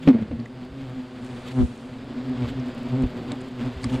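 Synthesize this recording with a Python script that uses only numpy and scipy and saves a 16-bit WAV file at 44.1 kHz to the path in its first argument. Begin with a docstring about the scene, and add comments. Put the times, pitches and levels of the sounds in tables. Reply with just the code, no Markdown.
"""Hornets at a garden nest

A camera stands at the nest in a leafy garden, with birch leaves hissing behind. A little way off,
the crowd's wingbeats merge into a drone. Single hornets swoop past the microphone, fanning it with
their wings, and some bump or tick against the housing."""
import sys
import numpy as np
from scipy import signal
from scipy.fft import rfft, irfft, next_fast_len
from scipy.io import wavfile
from scipy.ndimage import map_coordinates

SR = 44100
rng = np.random.default_rng(int(sys.argv[2]) if len(sys.argv) > 2 else 0)


def output_pcm(signal):
    """Save a mono or channel-first signal as 16-bit PCM at the path in sys.argv[1].

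    Samples are clipped to [-1, 1] before scaling.
    """
    pcm = np.clip(np.atleast_2d(signal).T, -1, 1) * 32767
    wavfile.write(sys.argv[1], SR, np.round(pcm).astype(np.int16))


N = 176400
T = np.arange(N) / SR


def amp(db):
    """Decibels to gain."""
    return 10 ** (np.asarray(db) / 20)


def unit(x):
    """Scale to rms 1."""
    return x / np.sqrt(np.mean(x ** 2) + 1e-20)


def gain_at(spectrum, hz):
    """Gain read from (freq_hz, level_db) rows on a log frequency axis."""
    freq_hz, level_db = np.transpose(spectrum)
    return amp(np.interp(np.log(hz + 1), np.log(freq_hz + 1), level_db))


def curve(rows):
    """Read (time_s, value) rows at every sample."""
    return np.interp(T, *np.transpose(rows))


def swells(rows):
    """Bell-shaped swells from (peak_s, level_db, width_s) rows."""
    return sum(amp(db) * np.exp(-((T - peak_s) / width_s) ** 2 / 2) for peak_s, db, width_s in rows)


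def strike(start_s, t60_s, attack_s):
    """An envelope with a quick rise and an exponential fall."""
    t = np.maximum(T - start_s, 0)
    return (1 - np.exp(-t / attack_s)) * amp(-60 * np.minimum(t / t60_s, 2))


def wobble(knots_per_s):
    """A smooth random curve around zero."""
    knots = rng.standard_normal(1024)
    return np.interp(T, T[::64], map_coordinates(knots, [T[::64] * knots_per_s], mode="wrap"))


def filtered(x, response):
    """Filter x by a gain given as a function of frequency."""
    size = next_fast_len(N + SR // 4)
    return irfft(rfft(x, size) * response(np.fft.rfftfreq(size, 1 / SR)), size)[..., :N]


def noise(spectrum):
    """Coloured noise of rms 1."""
    return unit(filtered(rng.standard_normal(N), lambda hz: gain_at(spectrum, hz)))


def burst(length_s, t60_s):
    """White noise that dies away exponentially."""
    t = np.arange(int(length_s * SR)) / SR
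    return rng.standard_normal(len(t)) * amp(-60 * t / t60_s)


def wing_tone(beats, spectrum, pitch_hz, lowest, smear):
    """A wing cycle from the lowest harmonic up; little phase smear leaves one sharp snap per beat."""
    harmonics = np.arange(lowest, 40)
    grid = np.linspace(0, 1, 513)
    phases = np.outer(harmonics, grid) + smear * rng.random((len(harmonics), 1))
    cycle = np.sqrt(2) * gain_at(spectrum, harmonics * pitch_hz) @ np.cos(2 * np.pi * phases)
    return np.interp(beats % 1, grid, cycle)


def strokes(beats, depth):
    """An envelope that swells once per wingbeat."""
    return unit(np.exp(depth * np.cos(2 * np.pi * beats)))


FLUTTER_HZ = 1.2  # depth of the wingbeat's fast jitter
TWIST_DB, TWISTS_PER_S = 2.5, 32  # loudness flickers as each hornet twists in the air
# The drone as heard; it ducks after the opening knock, recovers, then rises and falls: time_s, level_db
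DRONE_LEVEL = [(0, -39.5), (.3, -43.5), (.7, -40), (.85, -39.5), (1.45, -36), (1.68, -38.5), (1.8, -35.5),
               (2.05, -38), (2.35, -35), (2.7, -34.5), (3.0, -33.5), (3.22, -35.5), (3.5, -36.5),
               (3.65, -32.5), (4.0, -41)]
# Wingbeat harmonics from a little way off: freq_hz, level_db
FAR_TONE = [(126, -4.5), (252, 2.5), (380, -8.5), (505, -11.5), (640, -14), (900, -21), (1500, -24),
            (3000, -38), (5000, -30)]
# Air torn by the wings, far or near: freq_hz, density_db
WING_RASP = [(200, 8), (450, 1.5), (900, -2), (1700, -6), (3400, -9), (4800, -19.5), (6000, -26),
             (7700, -25), (10500, -42.5), (15500, -41)]


def crowd(count=7, wingbeat_hz=125.6, spread_hz=6, wander_hz=4.8, roam_db=2.5):
    """Several hornets roam at middle distance, each on its own wandering wingbeat."""
    drone, rasp_power = np.zeros(N), np.zeros(N)
    for offset in np.linspace(-1, 1, count):
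        pitch_hz = wingbeat_hz + spread_hz * offset + wander_hz * wobble(7) + FLUTTER_HZ * wobble(45)
        beats = np.cumsum(pitch_hz) / SR + rng.random()
        gain = amp(roam_db * wobble(4.97) + TWIST_DB * wobble(TWISTS_PER_S))
        drone += gain * wing_tone(beats, FAR_TONE, wingbeat_hz, lowest=1, smear=0.89)
        rasp_power += (gain * strokes(beats, depth=0.6)) ** 2
    rasp = unit(np.sqrt(rasp_power) * noise(WING_RASP))
    return amp(curve(DRONE_LEVEL)) * (unit(drone) + amp(-8.5) * rasp)


# Rustle of the birches behind the nest: time_s, level_db
LEAF_LEVEL = [(0, -58), (.05, -46), (.13, -66.5), (.55, -67), (.8, -58), (1.2, -60.5), (1.27, -57.5),
              (1.43, -58.5), (1.47, -45), (1.56, -53.5), (2.0, -63.5), (2.42, -61), (2.49, -46.5),
              (2.53, -59), (2.8, -55.5), (3.8, -55.5), (3.94, -51), (4.0, -62.5)]
# Colour of that rustle: freq_hz, density_db
LEAF_SPECTRUM = [(300, 10.5), (1500, 8.5), (3500, 10.5), (4800, 0), (5800, -7), (7500, -3.5), (9600, -20),
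                 (10800, -10.5), (15500, -25)]
# Air stirring in the garden: freq_hz, density_db
AIR_SPECTRUM = [(15, -10), (45, -6), (90, 3), (180, 11), (400, 4.5), (1000, -11), (4000, -40),
                (15000, -46.5)]
# Swells of fine high hiss: peak_s, level_db, width_s
HISS_SWELLS = [(1.36, -66.5, 0.12), (1.61, -63, 0.061), (1.78, -71, 0.12), (3.84, -53.5, 0.011),
               (3.94, -59, 0.034)]
# Colour of that hiss: freq_hz, density_db
HISS_SPECTRUM = [(3500, -24), (5500, 1.5), (8000, 1.5), (10000, -1.5), (11000, -14), (15500, -26.5)]


def garden():
    """In the background, leaves rustle over a low stir of air and a high hiss swells now and then."""
    leaves = amp(curve(LEAF_LEVEL) + 3.2 * wobble(70)) * noise(LEAF_SPECTRUM)
    air = amp(-51.5 + 5.17 * wobble(7.66)) * noise(AIR_SPECTRUM)
    hiss = (swells(HISS_SWELLS) + amp(-74.5)) * noise(HISS_SPECTRUM)
    return leaves + air + hiss


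# Colour of tiny wing clicks around the nest: freq_hz, gain_db
CRACKLE_SPECTRUM = [(1500, -12), (4000, 1), (8000, 6), (10500, -2.5), (13500, -9), (15500, -9)]


def wing_crackle(clicks_per_s=28):
    """Wings click faintly on leaves and cloth at random moments, stronger when the drone is loud."""
    hits = rng.random(N) < clicks_per_s / SR
    strength = amp(-56.5 + 5.5 * np.clip(rng.standard_normal(N), -2, 2))
    clicks = signal.fftconvolve(hits * strength, burst(length_s=0.01, t60_s=0.0034))[:N]
    return unit(amp(curve(DRONE_LEVEL))) * filtered(clicks, lambda hz: gain_at(CRACKLE_SPECTRUM, hz))


# Upper wingbeat harmonics at close range: freq_hz, level_db
NEAR_TONE = [(380, -14), (505, -18.5), (640, -24.5), (900, -28.5), (1300, -36), (2500, -52), (5000, -59)]
# Passes by the microphone (hum is the fundamental, edge the upper harmonics):
# closest_s, level_db, approach_s, retreat_s, wingbeat_hz, hum_db, rasp_db, edge_db
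FLY_BYS = [(0.081, -27, 0.0058, 0.006, 157, 8, -7.5, -2), (0.108, -14, 0.0081, 0.0059, 125, -19, -28, -0.5),
           (0.149, -16.5, 0.0042, 0.0071, 116, -15, -38, -5),
           (0.225, -21, 0.008, 0.0059, 110.2, -10, -20.5, -14),
           (0.333, -32.5, 0.016, 0.04, 117, -8, -20, -6), (.398, -30, 0.0046, 0.0094, 119, -5.5, -19, -20),
           (0.621, -39.5, 0.03, 0.0069, 122.2, -5, -29, -17),
           (0.833, -37, 0.045, 0.018, 133.8, -4.5, -10, -5),
           (.92, -41.5, 0.0273, 0.012, 126, 5.5, -8.5, 11), (1.0, -30, 0.036, 0.0076, 128.1, -18, -18, -19),
           (1.181, -42.5, 0.029, 0.027, 120.2, -3.5, -35, -8),
           (1.336, -38.5, 0.012, 0.01, 128, 2.5, -27, -4),
           (1.597, -26.5, 0.017, 0.011, 126.5, 7.5, -24, 8.5),
           (1.615, -16.5, 0.0083, 0.0096, 124.7, -6, -26, -3.5),
           (2.204, -30.5, 0.024, 0.015, 124, -28, -22, -4.5),
           (2.319, -30.5, 0.036, 0.027, 129.7, -3, -23, -6), (2.44, -25.5, 0.032, 0.016, 121.2, -1, -13, 1),
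           (2.599, -26.5, 0.013, 0.012, 129, -2.5, -17, -10),
           (2.688, -29, 0.012, 0.016, 122, -27, -16.5, -2), (2.86, -32, .02, 0.035, 122.7, -4.5, -24, 2),
           (2.94, -27, 0.012, 0.019, 127.2, 3.5, -36, 5), (3.022, -20.5, 0.021, 0.011, 129.5, -4, -20, 0),
           (3.308, -25, 0.009, 0.0075, 121.2, -7, -15.5, 0.5),
           (3.333, -35, 0.0096, 0.013, 149.5, -9, -10, 11), (3.612, -27, 0.015, .015, 120.5, -5.5, -11, 0),
           (3.672, -29, 0.01, 0.0096, 126.9, -3, -16, -7), (3.81, -30.5, 0.021, 0.072, 128, -14, -15, -12),
           (3.861, -28, 0.0093, 0.01, 120, 2.5, -16.5, -10),
           (3.948, -23, 0.015, 0.0099, 126.4, -3.5, -10, 1.5),
           (3.995, -26, 0.018, .03, 129.2, -20, -17.5, -1)]


def fly_bys(doppler_hz=3.8, beam_db=2, reach_s=0.3):
    """Each hornet nears the microphone, swells and leaves; its pitch sags and its tone dulls."""
    out, rasp = np.zeros(N), noise(WING_RASP)
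    for closest_s, db, approach_s, retreat_s, wingbeat_hz, hum_db, rasp_db, edge_db in FLY_BYS:
        near = abs(T - closest_s) < reach_s
        t = T[near] - closest_s
        path = t / np.where(t < 0, approach_s, retreat_s)
        distance = np.hypot(1, path / np.sqrt(2))  # 1 at the closest point
        pitch_hz = wingbeat_hz - doppler_hz * np.tanh(path / 2) + FLUTTER_HZ * wobble(60)[near]
        beats = np.cumsum(pitch_hz) / SR + rng.random()
        tone = [(hz, level + np.interp(hz, [230, 570], [0, edge_db])) for hz, level in NEAR_TONE]
        beam = amp(-beam_db * np.tanh(path))  # upper harmonics are stronger ahead than behind
        edge = beam * wing_tone(beats, tone, wingbeat_hz, lowest=3, smear=0.42)
        twist = amp(TWIST_DB * wobble(TWISTS_PER_S)[near] / 2)
        octave = twist * np.sqrt(2) * np.cos(4 * np.pi * beats + 1)
        buzz = octave + edge + amp(rasp_db) * rasp[near] * strokes(beats, depth=0.46)
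        hum = amp(hum_db) * np.sqrt(2) * np.sin(2 * np.pi * beats)
        fade = np.cos(np.pi / 2 * t / reach_s) ** 2
        out[near] += amp(db) * (buzz / distance ** 1.56 + hum / distance ** 1.46) * fade
    return out


# Bodies hitting the camera, right by the microphone: start_s, scuff_db, scuff_t60_s, thump_db
BUMPS = [(0.0744, -12.5, 0.095, -9.5), (0.0853, -17.5, 0.043, -9.5), (0.127, -31, 0.84, -37),
         (0.184, -32, 0.051, -31), (0.311, -31.5, 0.067, -28.5), (0.397, -34, 0.021, -45),
         (.455, -33, 0.034, -54), (3.034, -24.5, 0.069, -23), (3.315, -25, 0.03, -33),
         (3.421, -31, 0.024, -59), (3.841, -28, 0.043, -33)]
# Colour of a scuff on the housing: freq_hz, density_db
SCUFF_SPECTRUM = [(60, -17), (170, 17), (330, 6), (650, 4), (900, -9.5), (1200, -10.5), (1600, -10.5),
                  (2100, -10.5), (2800, -18), (4200, -23.5), (5800, -35.5), (8000, -44), (14000, -69)]
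# The housing's low modes: pitch_hz, level_db, t60_s
HOUSING_MODES = [(220, -7.5, 0.25), (255.5, 8.5, 0.1), (440, -7.5, 0.052)]


def bumps(sag_share=0.14, sag_s=0.012):
    """A body scuffs the housing and rings its modes, which start sharp and sink to their resting pitch."""
    t = np.arange(SR // 4) / SR
    sagging = t + sag_share * sag_s * (1 - np.exp(-t / sag_s))
    ring = sum(amp(db - 60 * t / t60_s) * np.sin(2 * np.pi * hz * sagging)
               for hz, db, t60_s in HOUSING_MODES)
    ring *= 1 - np.exp(-t / 0.0034)  # soft onset
    scuff_level, thumps = np.zeros(N), np.zeros(N + SR)
    for start_s, scuff_db, scuff_t60_s, thump_db in BUMPS:
        scuff_level += amp(scuff_db) * strike(start_s, scuff_t60_s, attack_s=0.0006)
        thumps[round(start_s * SR):][:len(t)] += amp(thump_db) * ring
    return scuff_level * noise(SCUFF_SPECTRUM) + thumps[:N]


# Light taps on the camera: start_s, level_db, pitch_hz
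TICKS = [(0.0755, -25.5, 2610), (0.087, -34.5, 4630), (.4, -45, 4700), (.457, -51, 6170),
         (1.247, -48, 8700), (1.263, -49, 7500), (1.776, -50, 7140), (2.098, -53, 7800),
         (2.479, -43.5, 3700), (2.487, -47, 4500), (2.502, -50, 7400), (2.599, -44, 5460),
         (2.669, -51, 5000), (3.023, -43.5, 7250), (3.318, -29, 3960), (3.318, -36.5, 2050),
         (.459, -37, 1930), (3.84, -30, 1860), (3.844, -33, 1140), (3.32, -35, 7500), (3.408, -49, 7900),
         (3.415, -44, 7700), (3.833, -35, 4600), (3.8427, -27, 4530), (3.843, -30.5, 7450),
         (3.926, -45, 6960)]


def ticks(bandwidth_share=0.3, dull_above_hz=10400, boost_db=3):
    """Legs and wing tips tap the housing, each a short scratch of noise around one pitch."""
    out = np.zeros(N)
    for start_s, db, pitch_hz in TICKS:
        scratch = burst(length_s=0.05, t60_s=0.0095)
        resonance = signal.iirpeak(pitch_hz, 1 / bandwidth_share, SR)
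        tick = signal.lfilter(*resonance, signal.lfilter(*resonance, scratch))
        tick = signal.lfilter(*signal.butter(2, dull_above_hz, fs=SR), tick)
        out[round(start_s * SR):][:len(tick)] += amp(db + boost_db) * tick / abs(tick).max()
    return out


# Puffs of air on the microphone: peak_s, level_db, width_s
WASH_PUFFS = [(.2, -39.5, 0.04), (.34, -31, 0.023), (.72, -40.5, 0.014), (1.63, -25, 0.023),
              (1.91, -35.5, 0.012), (2.49, -36, 0.061), (3.048, -24, 0.015), (3.775, -36, 0.021),
              (3.87, -37.5, 0.025), (3.97, -44, 0.019)]
# Colour of their rumble: freq_hz, density_db
WASH_SPECTRUM = [(15, -13), (35, -6.5), (60, 12.5), (110, 4), (200, -2.5), (500, -15), (1200, -58),
                 (4000, -67)]


def wing_wash():
    """The closest wings fan the microphone with short, low puffs of air."""
    return noise(WASH_SPECTRUM) * swells(WASH_PUFFS)


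# Wings pushing air straight at the microphone: start_s, level_db, pitch_hz
PUSHES = [(1.629, -19, 60), (3.038, -16, 47.7)]


def air_pushes(t60_s=0.081, boost_db=5.5):
    """One or two slow pressure cycles as a hornet brushes past the microphone port."""
    out = np.zeros(N)
    for start_s, db, pitch_hz in PUSHES:
        pressure = np.sin(2 * np.pi * pitch_hz * (T - start_s))
        out += amp(db + boost_db) * strike(start_s, t60_s, attack_s=0.0036) * pressure
    return out


# Width of the stereo picture as heard: time_s, side_gain_db
STEREO_WIDTH = [(0, -62), (.85, -38), (1.2, -19), (1.55, -13), (1.63, -7), (1.72, -12), (2.1, -33),
                (2.6, -49), (4.0, -50)]
# Colour of the side signal against the mid: freq_hz, gain_db
SIDE_SPECTRUM = [(30, -5), (100, -21.5), (260, -20.5), (600, -4), (1200, 6.5), (2500, -6), (5000, 4.5),
                 (9000, 2)]
# Wash that strikes the two microphone ports unequally: peak_s, level_db, width_s
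PORT_PUFFS = [(1.626, -19.5, 0.018)]


def stereo_side(mid):
    """The stereo picture is nearly mono and widens briefly around 1.6 s; one puff lands unevenly."""
    scatter = burst(length_s=0.05, t60_s=0.04)
    diffuse = signal.fftconvolve(mid, scatter / np.linalg.norm(scatter))[:N]
    spread = filtered(diffuse, lambda hz: gain_at(SIDE_SPECTRUM, hz))
    return amp(curve(STEREO_WIDTH)) * spread + swells(PORT_PUFFS) * noise(WASH_SPECTRUM)


def scene():
    """The nest from the camera's position, mixed from mid and side to left and right."""
    mid = crowd() + garden() + wing_crackle() + fly_bys() + bumps() + ticks() + wing_wash() + air_pushes()
    side = stereo_side(mid)
    return np.array([mid + side, mid - side])


def record(dry):
    """The camera keeps nothing above its band limit."""
    return filtered(dry, lambda hz: hz < 15650)


dry = scene()
out = record(dry)
output_pcm(out)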